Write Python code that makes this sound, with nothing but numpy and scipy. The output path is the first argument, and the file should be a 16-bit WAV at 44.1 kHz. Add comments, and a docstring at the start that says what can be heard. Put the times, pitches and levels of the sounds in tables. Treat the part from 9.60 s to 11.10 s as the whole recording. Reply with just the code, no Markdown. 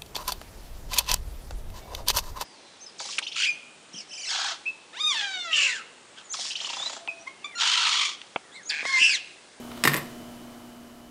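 """A small room with a table, an appliance's hum, a thin whine and moving air behind, slowly growing quieter.
A coin rubs through the slot of a hollow plastic bank (swells of coloured noise), clacks on the walls and
lands with a thump (decaying modes and noise bursts), then skitters and rings briefly until it lies flat
(runs of ticks that excite modes). The room answers with a diffuse tail of decaying noise bands."""
import sys
import numpy as np
from scipy import signal
from scipy.fft import rfft, irfft
from scipy.io import wavfile

SR = 44100
rng = np.random.default_rng(int(sys.argv[2]) if len(sys.argv) > 2 else 0)


def unload_wav(signal):
    """Save mono or channel-first audio to the path in sys.argv[1] as 16-bit WAV at rate SR, clipped to [-1, 1]."""
    wavfile.write(
        sys.argv[1],
        SR,
        np.round(np.clip(np.atleast_2d(signal).T, -1, 1) * 32767).astype(np.int16),
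    )


N = 66150  # samples, 1.5 s

# Mode and colour levels are relative: a gain or a normalization sets them later, unless noted.
# Background hum and whine lines, before the slow sinking: (frequency [Hz], level [dB rms])
HUM_LINES = [(59, -63), (120, -58.5), (239.9, -43.5), (360, -55.5), (479, -62), (600, -57.5), (631, -60),
             (671, -58), (710.4, -55.5), (1320, -65), (2912, -64.5), (3030.5, -60)]
# Colour of the moving air: (frequency [Hz], density [dB per Hz])
AIR_COLOUR = [(25, -7.5), (50, -7), (85, -8.5), (130, -5), (200, -5), (320, -0.5), (480, -9.5), (680, -9),
              (1100, -10), (1800, -16.5), (2700, -19), (3000, -18), (3500, -20), (8000, -23.5),
              (13000, -26.5), (15500, -30.5)]
# Reverberation bands of the room: (centre [Hz], density [dB per Hz], t60 [s])
ROOM_BANDS = [(121, -5.5, 0.48), (315, -4, 0.77), (700, -1.5, 0.38), (1850, -5, .42), (3940, -3, 0.41),
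              (9300, -5, 0.36), (13600, -4, 0.28)]
# Rubs of the coin in the slot: (middle [s], half-width to 1/e [s], level [dB], tilt [dB per octave])
SLOT_RUBS = [(0.118, 0.0047, -40, -4), (0.177, .004, -41, 0), (0.19, 0.084, -51.5, 0)]
# Colour of that rubbing before its tilt: (frequency [Hz], density [dB per Hz])
RUB_COLOUR = [(300, -23), (1100, 3.5), (2200, -0.5), (3800, 1), (6000, -13), (14000, -15)]
# Low modes of the hollow body: (frequency [Hz], level [dB], t60 [s])
BODY_MODES = [(215, 2, .04), (266, -3, .11), (320, -7, .06), (452, -10, .1), (560, -8, .015),
              (706, -12, .1)]
# Ringing modes of the plastic wall: (frequency [Hz], level [dB], t60 [s])
WALL_MODES = [(1076, -3, .05), (1422, -9, .06), (1689, -6, .06), (1736, -6, .06), (1824, -3, .025),
              (1866, -10, .05), (1963, -6, .05), (2045, -8, .05), (2293, -10, .05), (2440, -2, .055),
              (2686, -9, .05), (2745, -5, .05)]
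# Heavily damped modes of the struck spot, added to the wall as they are: (frequency [Hz], level [dB], t60 [s])
SPOT_MODES = [(1020, -20.5, 0.017), (1836, -15, 0.022), (2780, -25.5, 0.0085)]
# Modes of the coin: (frequency [Hz], level [dB], t60 [s])
COIN_MODES = [(7950, 4, .012), (8510, 3, .012), (9415, -9, .07), (10627, -16, .25), (13220, -7, .04),
              (13400, -7, .04)]
# Close pair of modes that the rolling rim excites: (frequency [Hz], level [dB], t60 [s])
RIM_MODES = [(13220, -29, .012), (13450, -30, .012)]
# Dense short modes of plastic and table in a thump: (frequency [Hz], density [dB per Hz])
THUD_COLOUR = [(90, -11), (200, 2), (330, -2.5), (560, -6), (800, -12), (1500, -34)]
# Dense short modes of the wall in a knock: (frequency [Hz], density [dB per Hz])
KNOCK_COLOUR = [(600, -25), (850, -12.5), (1070, -4), (1230, -3), (1420, -9), (1570, -5), (1820, 6),
                (2200, -5.5), (2700, -2.5), (3100, -21), (3500, -11.5), (6000, -40)]
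# Metal on hard plastic, before the tilt of each blow: (frequency [Hz], density [dB per Hz])
CRACK_COLOUR = [(500, -10), (2000, -1), (3050, -4), (3550, 1), (4100, -1), (5150, 0.5), (5900, -7.5),
                (8000, -3.5), (10000, -9), (13500, -8.5), (15500, -23)]
# Rolls of the coin on its rim: (start [s], length [s], singing [dB], grit [dB])
RIM_ROLLS = [(0.328, .009, -1, -8), (0.345, .006, -5, -5), (0.368, .019, -8, -0.5)]
# Blows of the coin: (time [s], thump [dB], wall knock [dB], crack [dB], crack tilt [dB per octave],
# coin ring [dB])
COIN_BLOWS = [(0.238, -0.5, -1.5, 1, -0.5, -17), (0.2508, 1.5, -3.5, -5, -0.5, -13),
              (0.2526, -8.5, -3, -8.5, 4, -13), (0.254, -2.5, 2, -11, 13, -12),
              (0.259, -3.5, -29, -16, 9, -20), (0.2728, -7, -19, -8.5, 23, -17),
              (0.2745, -8.5, 6, -4.5, 1, 6), (0.2783, -4.5, -17, -8, -3.5, -3),
              (0.2799, -17.5, -9.5, -7.5, 2, -12), (0.29, -22, -22, -14, -9, -20),
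              (0.2954, -13, -33, -18, 1, -12), (0.3173, -8, -24, -16, -1, -14),
              (0.3356, -13.5, -6, -18, 7, -6), (0.3419, -11, -2.5, -10.5, 6, -11),
              (0.3489, -3.5, -12, -32, 17, -21), (0.358, -16, -12, -17, -0.5, -13),
              (0.3648, -21, -17.5, -11.5, 3, 3.5), (0.3738, -13, -30, -20, 15, -16)]

AIR_DB, SINK_DB_PER_S, SINK_FROM_S = -44, 6.5, 0.32
ROOM_DB, ROOM_DELAY_S = -9, 0.005
BODY_DB, WALL_DB, COIN_DB = -24.5, -29, -35
THUD_DB, THUD_T60_S = -20.5, 0.031
KNOCK_DB, KNOCK_T60_S = -16, 0.024
CRACK_DB, CRACK_T60_S, CONTACT_S = -11.5, 0.01, 0.00038
SHELL_DB, SHELL_T60_S = -10.5, 0.057  # the crack lingering in the shell, relative to its sharp part
LANDING_S, CAVITY_HZ, CAVITY_DB, CAVITY_T60_S, CAVITY_RISE_S = 0.272, 144.7, -24.5, 0.49, 0.0022
TICKS_PER_S, TICK_SCATTER_DB = 700, 3.5
TICK_WALL_DB, TICK_CRACK_DB, TICK_RING_DB = -22, -36, -23
LOW_CUT_HZ, TOP_HZ = 135, 15700


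def undb(db):
    """Decibels to gain."""
    return 10 ** (np.asarray(db) / 20)


def clock():
    """Time of every sample in s."""
    return np.arange(N) / SR


def fade(t60):
    """Exponential decay that is 60 dB down after t60 s."""
    return np.exp(-np.log(1000) * clock() / t60)


def rise(time_constant):
    """Soft onset that approaches 1 exponentially, with a time constant in s."""
    return 1 - np.exp(-clock() / time_constant)


def octaves():
    """Frequency of every spectrum bin in octaves above 1 Hz."""
    return np.log2(np.maximum(np.fft.rfftfreq(N, 1 / SR), 1))


def noise(colour, tilt_db=0):
    """Noise of rms 1 with a (Hz, dB) colour, tilted by some dB per octave."""
    hz, db = np.array(colour, float).T
    octave, points = octaves(), np.log2(hz)
    # the tilt stops at the ends of the colour table
    tilt = tilt_db * np.clip(octave, points[0], points[-1])
    gain = undb(np.interp(octave, points, db) + tilt)
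    y = irfft(rfft(rng.standard_normal(N)) * gain, N)
    return y / y.std()


def ring(modes):
    """Impulse response of a table of modes: decaying sines of alternating sign."""
    response = np.zeros(N)
    for k, (hz, db, t60) in enumerate(modes):
        response += (-1) ** k * undb(db) * fade(t60) * np.sin(2 * np.pi * hz * clock())
    return response


def add(out, start, sound):
    """Mix a sound in from a given time in s."""
    i = int(np.clip(start * SR, 0, N - 1))
    out[i:] += sound[:N - i]


def through(x, response):
    """Pass a signal through an impulse response."""
    return signal.fftconvolve(x, response)[:N]


def background():
    """Appliance hum and whine as steady sines over the noise of moving air, slowly growing quieter."""
    t = clock()
    hum = np.zeros(N)
    for hz, db in HUM_LINES:
        phase = rng.random()  # in radians / 2 pi
        hum += undb(db) * np.sqrt(2) * np.sin(2 * np.pi * (hz * t + phase))
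    air = undb(AIR_DB) * noise(AIR_COLOUR)
    sinking = undb(-SINK_DB_PER_S * np.maximum(t - SINK_FROM_S, 0))
    return (hum + air) * sinking


def room(x):
    """Diffuse reflections of a small room as decaying noise bands; the highest treble dies first."""
    hz, db, t60 = np.array(ROOM_BANDS).T
    octave = octaves()
    wash = rfft(rng.standard_normal(N))
    tail = np.zeros(N)
    # each row of the identity makes one band that overlaps its neighbours
    for k, peak in enumerate(np.eye(len(hz))):
        band = irfft(wash * np.interp(octave, np.log2(hz), peak), N)
        add(tail, ROOM_DELAY_S, undb(db[k]) * fade(t60[k]) * band)
    unit_tail = tail / np.sqrt(np.sum(tail ** 2))
    return undb(ROOM_DB) * through(x, unit_tail)


def slot():
    """Soft swells of scraping noise as the coin slides through the slot."""
    out = np.zeros(N)
    for middle, length, db, tilt_db in SLOT_RUBS:
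        swell = np.exp(-((clock() - middle) / length) ** 2)
        out += undb(db) * noise(RUB_COLOUR, tilt_db) * swell
    return out


def cavity():
    """A low decaying note from the bank's hollow as the coin lands."""
    out = np.zeros(N)
    note = ring([(CAVITY_HZ, CAVITY_DB, CAVITY_T60_S)])
    add(out, LANDING_S, note * rise(CAVITY_RISE_S))
    return out


def thud():
    """Dense short modes of plastic and table, heard as a burst of low noise."""
    return undb(THUD_DB) * noise(THUD_COLOUR) * fade(THUD_T60_S)


def knock():
    """A cloud of short wall modes, drawn afresh at every call."""
    return undb(KNOCK_DB) * noise(KNOCK_COLOUR) * fade(KNOCK_T60_S)


def crack(tilt_db):
    """Metal on hard plastic: a sharp crack that lingers inside the shell."""
    decay = fade(CRACK_T60_S) + undb(SHELL_DB) * fade(SHELL_T60_S)
    return undb(CRACK_DB) * noise(CRACK_COLOUR, tilt_db) * rise(CONTACT_S) * decay


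def skitter(wall, coin):
    """Each roll is a run of quick uneven ticks that keep the coin singing and graze the wall."""
    ticks, grit = np.zeros(N), np.zeros(N)
    for start, length, sing_db, grit_db in RIM_ROLLS:
        # 48 draws are more than the longest roll needs
        for k, (slip, size) in enumerate(rng.standard_normal(size=(48, 2))):
            after = (k + 0.3 * slip) / TICKS_PER_S
            if after < length:
                i = int((start + after) * SR)
                ticks[i] += undb(sing_db + TICK_SCATTER_DB * size)
                grit[i] += undb(grit_db + TICK_SCATTER_DB * size)
    singing = through(ticks, ring(RIM_MODES) + undb(TICK_RING_DB) * coin)
    graze = undb(TICK_WALL_DB) * (wall + knock()) + undb(TICK_CRACK_DB) * crack(0)
    return singing + through(grit, graze)


def blows(wall, coin):
    """Each blow shakes the body, knocks the wall, cracks and sets the coin ringing."""
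    out = np.zeros(N)
    body = undb(BODY_DB) * ring(BODY_MODES)
    for start, thump_db, wall_db, crack_db, tilt_db, ring_db in COIN_BLOWS:
        blow = undb(thump_db) * (body + thud())
        blow += undb(wall_db) * (wall + knock())
        blow += undb(crack_db) * crack(tilt_db)
        blow += undb(ring_db) * coin
        add(out, start, blow)
    return out


def scene():
    """The coin in the small bank, high-passed to remove the bass leak of the mode onsets; room, background."""
    wall = undb(WALL_DB) * ring(WALL_MODES) + ring(SPOT_MODES)
    coin = undb(COIN_DB) * ring(COIN_MODES)
    bank = slot() + skitter(wall, coin) + blows(wall, coin)
    low_cut = signal.butter(3, LOW_CUT_HZ, "high", fs=SR, output="sos")
    bank = signal.sosfilt(low_cut, bank)
    mix = background() + room(bank) + cavity() + bank
    return mix[None]  # one channel


def record(dry):
    """Soft limit that keeps the sum below full scale, then a steep top cut."""
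    top_cut = signal.ellip(10, 0.2, 90, TOP_HZ, fs=SR, output="sos")
    return signal.sosfilt(top_cut, np.tanh(dry))


dry = scene()
out = record(dry)
unload_wav(out)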